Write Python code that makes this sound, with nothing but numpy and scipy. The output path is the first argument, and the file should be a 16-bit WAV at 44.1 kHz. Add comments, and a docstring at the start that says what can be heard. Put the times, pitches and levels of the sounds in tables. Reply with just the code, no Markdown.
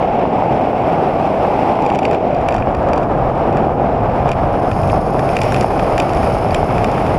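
"""Light aircraft landing, heard from its tail

The airstream roars in the hollows of a camera case on the tail, with short lulls, surges and slaps.
After touchdown the tyres rumble through the airframe as they roll over the cracked runway.
A loose fitting clacks and chatters from just before touchdown and on over the bumps.
Later a high rubbing hiss sets in, probably the wheel brakes, with a faint squeal."""
import sys
import numpy as np
from scipy import signal
from scipy.fft import rfft, irfft
from scipy.io import wavfile
from scipy.ndimage import uniform_filter1d, map_coordinates

SR = 44100
rng = np.random.default_rng(int(sys.argv[2]) if len(sys.argv) > 2 else 0)


def wrap_up_sound(samples):
    """Save the sound to the file named by the first command line argument, as 16-bit audio."""
    columns = np.atleast_2d(samples).T
    # keep every value between -1 and 1, then stretch to whole-number steps
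    tamed = np.clip(columns, -1, 1)
    steps = np.round(tamed * 32767).astype(np.int16)
    wavfile.write(sys.argv[1], SR, steps)


N = 316638

# the strongest eddies slapping the case: (time [s], peak [dB])
SLAPS = [(.2535, -2), (.4225, -2), (.6085, -8), (.731, -6), (.8365, -5), (1.7895, -2), (1.9099, -7),
         (1.9172, -3), (2.549, -2.5), (2.6715, -3.5), (3.6215, -11), (3.6825, -6), (3.6935, -7),
         (3.7975, -6), (4.02, -8), (4.2577, -4), (4.5725, -10), (4.776, -6), (4.9305, -2.5), (5.145, -4),
         (5.644, -0.5), (6.1025, -8), (6.3465, -12), (6.3675, -3), (6.4468, -2.5), (6.6292, -2),
         (6.8735, -11), (6.9607, -10)]
# hits of the loose fitting, the last three columns relative to the main ring:
# (time [s], main ring [dB], body [dB], metallic ping [dB], treble [dB])
CLACKS = [(1.822, -37, -7, -21.5, -7), (1.8623, -29, -12, -12.5, -10.5), (1.9, -28.5, -8, -13.5, -15),
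          (1.9233, -39, -6, -15.5, -8.5), (1.948, -30.5, -14, -18, -10.0), (1.955, -33, -3, -9.0, -7.0),
          (1.988, -28.5, -14, -11, -6.5), (2.029, -31, -11, -22.0, -16.5), (2.0519, -20, -15, -11.5, -14.5),
          (2.0855, -38, -4, -10.0, -13.0), (2.1102, -32.5, 0, -11.0, -6.0), (2.13, -34, 1, -14.5, -10.5),
          (2.145, -29.5, -12, -20.5, -13), (2.346, -45, -3, 3, -2.5), (2.4126, -41, 7, -19.0, -8.0),
          (2.4853, -21.5, -6, -17.5, -11.5), (2.507, -38, 2, -5.0, -11.5), (2.5227, -29, -8, -17.0, -12.5),
          (2.5418, -40, 11, -4.0, 0), (2.5623, -32.5, -8, -17.5, -6.5), (2.5803, -35, 6, -13.5, -12.0),
          (2.6222, -28, -4, -29.5, -29.5), (2.7475, -35.5, 3, -6, -9), (2.886, -42, 8, -4, -3),
          (2.9313, -27.5, -3, -5, -8.5), (2.9764, -39, 5, 0, -2), (3.0296, -38, -5, -16.5, -12),
          (3.569, -34, 3, -12, -8), (4.279, -34, -6, -20.5, -13.5), (4.2895, -31, -1, -13.5, -7.0),
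          (4.315, -27, -6, -11, -7), (4.3311, -34, -7, -19.5, -16.0), (4.7135, -30, 1, -21.0, -13.5),
          (4.8322, -32, -10, -21.5, -12), (4.8982, -28.5, -5, -17.0, -15.5), (5.192, -32, 4, -9.0, -8),
          (5.2885, -31.5, -5, -14, -11.0), (5.366, -20.5, -11, -16.5, -10), (5.3875, -29, -4, -8.5, -11.0),
          (5.415, -24, -10, -8.0, -5.5), (5.432, -32, -4, -7, -1), (5.521, -36, 9, -10.0, 4.5),
          (5.543, -25.5, -5, -9.0, -7.5), (5.562, -30, 1, -10.0, -7), (5.609, -29, -11, -1.0, 0.5),
          (5.6247, -41, 12, -4.0, 2), (5.794, -27.5, -1, -14.5, -13), (5.9784, -24, -1.5, -13.0, -4.5),
          (5.9992, -20, -14, -9, -6.5), (6.0192, -36, -3, -8.5, -6.0), (6.0927, -37, -3, -7.5, -4),
          (6.1325, -38.5, 8, -3.0, 1), (6.1708, -34, -4, -12.5, -10.5), (6.229, -33, 3, -18.0, -11.5),
          (6.5064, -32, 1, -1, -10), (6.5445, -22, -4, -17, -4.5), (6.78, -28.5, -1, -13.0, -12),
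          (6.843, -27, -2, -8, -5), (6.9141, -41.5, 2, -1.0, 3.5), (6.9787, -35.5, 9, -13.5, -10.0),
          (7.064, -33, 1, -12.0, -12.0)]


def from_db(db):
    """Decibels to gain."""
    return 10 ** (np.asarray(db) / 20)


def rms_one(x):
    """Scale to unit power."""
    return x / np.sqrt(np.mean(x ** 2) + 1e-20)


def in_time(rows):
    """One automation curve for each column after the time."""
    times, *columns = np.transpose(rows)
    return [np.interp(np.arange(N) / SR, times, column) for column in columns]


def drift(rate_hz):
    """Smooth random wander of spread 1, drawn every 40 samples."""
    r = np.exp(-80 * np.pi * rate_hz / SR)
    slow = signal.lfilter([1], [1, -2 * r, r * r], rng.standard_normal(N // 40 + 2002))[2000:]
    return np.interp(np.arange(N) / 40, np.arange(len(slow)), rms_one(slow))


def steady(x, span_s):
    """Level a sound to about unit power over each span."""
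    power = uniform_filter1d(x ** 2, max(int(span_s * SR), 1))
    return x / np.sqrt(np.abs(power) + 1e-20)


def bell(s, width_s):
    """The samples around a moment, and a bell curve of height 1 over them."""
    at = np.arange(max(int((s - 3 * width_s) * SR), 0), min(int((s + 3 * width_s) * SR), N))
    return at, np.exp(-((at / SR - s) / width_s) ** 2)


def swells(rows, width_s):
    """A bell-shaped swell for each (time, height) row."""
    out = np.zeros(N)
    for s, height, *_ in rows:
        at, shape = bell(s, width_s)
        out[at] += height * shape
    return out


def coloured(spectrum):
    """Noise of unit power with the given spectrum, falling away beyond its ends."""
    hz, db = np.transpose(spectrum)
    f = np.maximum(np.fft.rfftfreq(N, 1 / SR), 1)
    skirts = np.minimum(f / hz[0], 1) ** 2 * np.minimum(hz[-1] / f, 1) ** 2
    gain = from_db(np.interp(np.log(f), np.log(hz), db)) * skirts
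    return rms_one(irfft(rfft(rng.standard_normal(N)) * gain, N))


def resonate(x, hz, *widths_hz):
    """Two-pole resonances in series, one for each width, with gain 1 at the peak."""
    for width_hz in widths_hz:
        r = np.exp(-np.pi * width_hz / SR)
        poles = [1, -2 * r * np.cos(2 * np.pi * hz / SR), r * r]
        x = signal.lfilter(np.array([1, 0, -1]) * (1 - r * r) / 2, poles, x)
    return x


def ring(force, hz, t60):
    """A unit click sets a sine of height 1 ringing."""
    r, w = np.exp(-np.log(1000) / (t60 * SR)), 2 * np.pi * hz / SR
    return signal.lfilter([0, np.sin(w)], [1, -2 * r * np.cos(w), r * r], force + 1e-18)


def bent(x, pitch):
    """Varispeed: the pitch follows the given ratio."""
    return map_coordinates(x, [np.cumsum(pitch)], order=3, mode="mirror")


def roar(eddies, gust_db, level_db=-15.5, fade_db_per_s=0.28):
    """Turbulence blows on the hollows of the case, easing off as the aircraft slows."""
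    # resonances of the hollows: (pitch [Hz], width [Hz], level [dB])
    cavities = [(550, 248, -3), (664.6, 227, 1), (755, 177, -2)]
    # the airflow bends them, most in the flare before touchdown: (time [s], pitch [ratio])
    pitch_bend = [(0, 0.98), (.45, 1.077), (.8, 1), (1.45, 1.018), (1.78, 1.084), (1.93, 1.08), (2.28, .96),
                  (2.6, 1), (7.18, 1.002)]
    hollows = 0
    for hz, width_hz, db in cavities:
        hollows += from_db(db) * rms_one(resonate(rng.standard_normal(N), hz, width_hz, width_hz))
    hollows = bent(hollows, *in_time(pitch_bend))
    roar_db = level_db - fade_db_per_s * np.arange(N) / SR + gust_db
    return from_db(roar_db) * steady(hollows * from_db(0.5 * eddies), span_s=0.038)


def buffeting(eddies, gust_db, gust_share=0.33, throb_db=1.0):
    """The air shakes the tail: a low throb with a boom inside it."""
    # tone of the shake and of the boom: (frequency [Hz], density [dB])
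    shake_spectrum = [(70, -9), (120, -4.5), (155, -2.5), (250, -0.9), (420, -1.4), (520, -2.5),
                      (800, -30.5)]
    boom_spectrum = [(110, -14), (150, -3.5), (200, -4.5), (260, -17)]
    # their rise and fall: (time [s], level [dB])
    shake_levels = [(0, -22), (.22, -18), (.8, -20), (1.03, -18), (1.25, -21.5), (1.55, -19.5),
                    (2.08, -18.5), (2.42, -22), (2.8, -21), (3.0, -18.5), (3.25, -21), (3.53, -19.5),
                    (4.05, -20.5), (4.33, -24), (4.5, -20), (4.72, -22), (5.15, -19.5), (5.35, -21),
                    (5.6, -20), (6.35, -20.5), (7.0, -20), (7.18, -19.5)]
    boom_levels = [(0, -32), (.45, -29.5), (1.05, -27), (1.55, -32), (1.9, -44), (3.1, -35), (3.6, -23),
                   (4.3, -33), (5.2, -26.5), (6.0, -37), (7.0, -23.5)]
    shake_db, = in_time(shake_levels)
    boom_db, = in_time(boom_levels)
    shake_db += throb_db * drift(12)
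    shake = from_db(shake_db) * steady(coloured(shake_spectrum) * from_db(1.8 * eddies), span_s=0.064)
    boom = from_db(boom_db) * steady(coloured(boom_spectrum), span_s=0.09)
    return from_db(gust_share * gust_db) * (shake + boom)


def rush(eddies, gust_db, gust_share=0.6, trim_db=1.0):
    """Fine turbulence makes a midrange rush."""
    # tone of the rush: (frequency [Hz], density [dB])
    spectrum = [(600, -1), (900, 3.5), (1150, 1.5), (1400, -4.5), (1700, -10), (2400, -30), (4000, -46)]
    # its rise and fall: (time [s], level [dB])
    levels = [(0.0, -32), (0.78, -29), (0.9, -27.5), (1.62, -29), (2.14, -42), (2.36, -31), (2.62, -26.5),
              (3.08, -24.5), (3.9, -28), (4.04, -25.5), (5.1, -27), (5.6, -26), (6.78, -25.5), (7.18, -26)]
    rush_db, = in_time(levels)
    turbulence = steady(coloured(spectrum) * from_db(0.83 * eddies), span_s=0.2)
    return from_db(rush_db + trim_db + gust_share * gust_db) * turbulence


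def edge_hiss(eddies, gust_db, gust_share=0.93, sizzle_trim_db=7.0):
    """Air hisses past the edges of the case, with a thin sizzle on top."""
    # tone of the hiss and of the sizzle: (frequency [Hz], density [dB])
    hiss_spectrum = [(1300, -23), (1900, -1), (2200, 3), (2550, 2), (2900, -3.5), (3500, -11.5),
                     (4250, -27), (4800, -19.5), (5500, -21), (6500, -44.5), (9000, -56)]
    sizzle_spectrum = [(3000, 6), (5200, 7.5), (6000, 1), (6550, -9), (7200, 0), (8200, -5.5), (8700, -1),
                       (9250, -5), (9900, -3.5), (11200, -5.5), (13100, -9), (15000, -22)]
    # their rise and fall: (time [s], hiss [dB], sizzle [dB])
    levels = [(0.0, -37.5, -66), (.7, -36.5, -60.5), (1.24, -37.5, -59), (1.58, -36, -57.5),
              (2.0, -39, -63.5), (2.18, -39, -66), (3.16, -42, -67), (3.42, -39.5, -64), (3.84, -43.5, -72),
              (4.16, -38.5, -60.5), (4.46, -40.5, -64), (4.96, -40.5, -60), (5.2, -41, -61),
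              (5.48, -32.5, -52), (5.76, -38, -56), (6.26, -36.5, -56.5), (7.18, -35, -54.5)]
    hiss_db, sizzle_db = in_time(levels)
    hiss = from_db(hiss_db) * coloured(hiss_spectrum)
    sizzle = from_db(sizzle_db + sizzle_trim_db) * coloured(sizzle_spectrum)
    return (hiss + sizzle) * from_db(0.99 * eddies + gust_share * gust_db)


def airstream(wander_db=0.56, swell_s=0.029):
    """The wind bed: the same eddies, gusts and lulls move all its layers together."""
    # brief surges of the roar: (time [s], rise [dB])
    surges = [(.56, 0.5), (1.22, 0.5), (1.45, 2), (1.69, 2.5), (2.14, 2.5), (2.88, 2), (3.29, 0.5),
              (3.62, 1), (4.3, 1.5), (4.65, 0), (4.97, 3), (5.3, 0), (5.9, 1), (5.99, 0), (6.04, 1.5)]
    # brief lulls: (time [s], depth [dB])
    lulls = [(.289, 5), (.48, 1.5), (.73, 2), (.82, 0), (1.115, 1.5), (1.992, 2.5), (2.191, 4),
             (2.579, 4.5), (2.635, 4), (2.765, 4.5), (3.076, 6), (3.337, 4), (3.751, 5.5), (4.0, 2.5),
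             (4.129, 2.5), (4.341, 5.5), (4.728, 6.5), (5.021, 5), (5.12, 2.5), (5.384, 4.5), (5.525, 3),
             (5.675, 5), (6.081, 1.5), (6.396, 4), (6.664, 4.5), (6.98, 0)]
    eddies = drift(61)
    gust_db = wander_db * drift(12) + swells(surges, swell_s) - swells(lulls, swell_s)
    hollows = roar(eddies, gust_db)
    lows = buffeting(eddies, gust_db)
    mids = (hollows + rush(eddies, gust_db)) * slap_ducking()
    return lows + mids + edge_hiss(eddies, gust_db)


def rumble(touchdown_s=2.23, settle_s=0.19, flight_db=-32, rolling_db=-24.5, growth_db_per_s=0.28,
           uneven_db=1.75, patch_s=0.087, drone_width_hz=14):
    """The airframe rumbles faintly in flight; once the tyres carry it, the asphalt shakes it."""
    # tone of the airframe: (frequency [Hz], density [dB])
    spectrum = [(18, -8), (28, -2.5), (45, 0.5), (65, -0.5), (92, 0), (130, 1), (190, -8.5), (300, -21)]
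    # rough patches of runway swell the rumble and make the undercarriage drone:
    # (time [s], rise [dB], drone pitch [Hz], drone level [dB])
    patches = [(2.62, 4, 123, -26), (2.79, 0, 71, -25), (3.26, 2, 127, -22.5), (4.05, 3.5, 96, -33),
               (4.24, 0, 138, -23), (4.47, 2.5, 96.04, -22.5), (4.86, 6.5, 91.1, -19),
               (5.46, 3.5, 109, -17.5), (5.57, 0.5, 127, -21.5), (6.2, 2, 67.4, -25), (6.34, 1.5, 100, -25),
               (6.56, 2.5, 80.07, -25), (6.81, 3.5, 98, -24.5), (7.08, 0, 104, -24.5)]
    rolled_s = np.arange(N) / SR - touchdown_s
    load = np.clip(rolled_s / settle_s, 0, 1)
    rumble_db = (1 - load) * flight_db + load * (rolling_db + growth_db_per_s * rolled_s)
    surge_db = swells(patches, patch_s) + uneven_db * drift(12)
    out = from_db(rumble_db + surge_db) * steady(coloured(spectrum), span_s=0.1)
    asphalt = rng.standard_normal(N)
    for s, _, hz, drone_db in patches:
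        at, shape = bell(s, patch_s)
        drone = resonate(asphalt[at], hz, drone_width_hz, 2 * drone_width_hz)
        out[at] += from_db(drone_db) * shape * steady(drone, span_s=0.074)
    return out


def slap_ducking(depth=0.57, lead_s=0.0036, width_s=0.0048):
    """A dip in gain: a strong eddy sweeps the small ones aside, starting just before it lands."""
    return 1 - np.clip(swells([(s - lead_s, depth) for s, _ in SLAPS], width_s), 0, 1)


def slaps(hz=700, width_hz=260, soft_hz=1000):
    """A strong eddy is one soft pressure pulse; the case answers with a few cycles."""
    lowpass = signal.butter(2, soft_hz, fs=SR, output="sos")
    pulse = signal.sosfilt(lowpass, signal.unit_impulse(SR // 25))
    answer = resonate(pulse, hz, width_hz, 3 * width_hz)
    force = np.zeros(N)
    for s, peak_db in SLAPS:
        force[int(s * SR)] = -from_db(peak_db)
    return signal.fftconvolve(force, answer / np.abs(answer).max())[:N]


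def cracks(trim_db=-5.0, treble_share=0.85, width_s=0.0011, lag_s=0.0018):
    """The attack of each clack: a broad, dry crack about two milliseconds long."""
    # tone of a blow before anything rings: (frequency [Hz], density [dB])
    spectrum = [(1600, 3), (2200, 0), (3100, 1), (4200, -4), (5600, -6), (8500, -8), (11000, -14),
                (13000, -18), (15000, -18)]
    t = np.arange(SR // 100) / SR
    pulse = np.exp(-((t - lag_s) / width_s) ** 2)
    force = np.zeros(N + SR)
    for s, db, _, _, treble_db in CLACKS:
        at = int(s * SR)
        force[at:at + len(t)] += from_db(trim_db + db + treble_share * treble_db) * pulse
    return force[:N] * coloured(spectrum)


def strikes(rows, contact_s, detune=0.008, focus_hz=1000, firm_db=-25.0, bright_db=-9.0):
    """Gritty contact rings the fitting and case; firm, bright blows bring out the top modes."""
    # modes of the fitting and case: (pitch [Hz], level [dB], t60 [s])
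    modes = [(1364, 2.5, 0.0096), (1800, -3, 0.026), (2432, 1, 0.017), (2676, -7, 0.021),
             (3060, -7.5, 0.0092), (3510, -8.5, 0.0072), (4695, -3, 0.014), (5430, -8.5, 0.018),
             (5800, -10.5, 0.015), (6200, -17, .008), (7010, -11.5, 0.01), (7270, -12, 0.0093),
             (8000, -16.5, .006), (9860, -14.5, .004), (13100, -28, .006), (14500, -28, .006)]
    size = int(contact_s * SR)
    grit = rng.standard_normal((len(rows), len(modes), SR // 100))[:, :, :size]
    grit = grit * signal.windows.tukey(size, 0.54)
    # the fitting never seats the same way twice, so its pitches shift a little
    seating = 1 + detune * rng.standard_normal((len(rows), len(modes)))
    eq_hz = [1900, 2400, 3500, 4750, 5400, 7000, 12000]
    out = np.zeros(N + SR)
    for (s, level_db, body_db, ping_db, treble_db), contacts, shifts in zip(rows, grit, seating):
        at = int(s * SR)
        top_db = treble_db + 0.4 * min(level_db - firm_db, 0) + 0.4 * (treble_db - bright_db)
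        eq_db = [body_db, 0, treble_db / 2, ping_db, treble_db, treble_db, top_db]
        for (hz, mode_db, t60), contact, shift in zip(modes, contacts, shifts):
            push = resonate(np.pad(contact, (0, SR // 20)), hz * shift, focus_hz)
            tone = ring(push, hz * shift, t60)
            tone /= np.sqrt(np.sum(tone ** 2) / (0.005 * SR))  # the energy of 5 ms at unit power
            colour_db = np.interp(np.log(hz), np.log(eq_hz), eq_db)
            out[at:at + len(tone)] += from_db(level_db + mode_db + colour_db) * tone
    return out[:N]


def clacks(ring_trim_db=0.5):
    """The loose fitting hits its stop at the bumps: a crack, and the ring that follows."""
    return cracks() + from_db(ring_trim_db) * strikes(CLACKS, contact_s=0.00277)


def chatter(usual_clack_db=-28.0, offset_db=-11.5, follow_share=0.42, scatter_s=0.031,
            body_db=-7.0, treble_db=-8.0):
    """The shaken fitting scuffs lightly just before or after each clack, louder at the hard ones."""
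    chance = np.clip(rng.standard_normal((len(CLACKS), 2)), -2, 2)
    scuffs = []
    for (s, clack_db, *_), (lag, jitter_db) in zip(CLACKS, chance):
        db = usual_clack_db + offset_db + follow_share * (clack_db - usual_clack_db) + jitter_db
        scuffs.append((s + scatter_s * lag, db, body_db, treble_db, treble_db))
    return strikes(scuffs, contact_s=0.0053)


def brakes(grain_db=3.5, judder_db=1.5, flutter_db=1.5, judder_hz=35, waver_share=0.012):
    """Pads rub on the discs: a grainy hiss in which the discs' resonances waver and flutter."""
    # rise and fall of the rub: (time [s], level [dB])
    levels = [(0, -85), (2.3, -80.5), (2.5, -63.5), (4.15, -66.5), (4.5, -60), (4.75, -49), (5.12, -51.5),
              (5.47, -45.5), (5.62, -48.5), (5.75, -48.5), (6.1, -50), (6.23, -47), (6.38, -50.5),
              (7.18, -52)]
    # its tone: (frequency [Hz], density [dB])
    spectrum = [(2500, -23), (4200, -5), (4750, 2.5), (5250, 3), (5900, -8), (6400, -2.5), (7200, -9.5),
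                (7700, -19.5), (8200, -15), (8700, -3.5), (9300, -3.5), (10300, -2.5), (11500, -9),
                (13000, -17.5), (15500, -34.5)]
    # resonances of the discs: (pitch [Hz], width [Hz], level against the rub [dB])
    disc_modes = [(5220, 230, -6), (10500, 420, -15)]
    rub_db, = in_time(levels)
    rub_db += judder_db * drift(judder_hz)
    sing = 0
    for hz, width_hz, db in disc_modes:
        mode = rms_one(resonate(rng.standard_normal(N), hz, width_hz, 2 * width_hz))
        sing += from_db(db + flutter_db * drift(judder_hz)) * mode
    sing = bent(sing, 1 + waver_share * drift(7))
    return from_db(rub_db + grain_db * drift(300)) * (coloured(spectrum) + sing)


def squeal(hz=5524, width_hz=45, swell_s=0.025):
    """With the brakes pressed hardest, one resonance of a disc briefly takes over."""
    tone = resonate(rng.standard_normal(N), hz, width_hz, 2 * width_hz)
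    envelope = swells([(5.46, from_db(-47)), (5.51, from_db(-45))], swell_s)
    return envelope * steady(tone, span_s=0.02)


def scene():
    """Wind, wheels and the loose fitting, all heard in mono at the case."""
    return (airstream() + slaps() + rumble() + brakes() + squeal() + clacks() + chatter())[None]


def record(dry):
    """Round off the highest peaks and cut the top above 15.4 kHz."""
    rounded = dry / (1 + dry ** 8) ** (1 / 8)
    return signal.sosfilt(signal.ellip(10, 0.2, 80, 15400, fs=SR, output="sos"), rounded)


dry = scene()
out = record(dry)
wrap_up_sound(out)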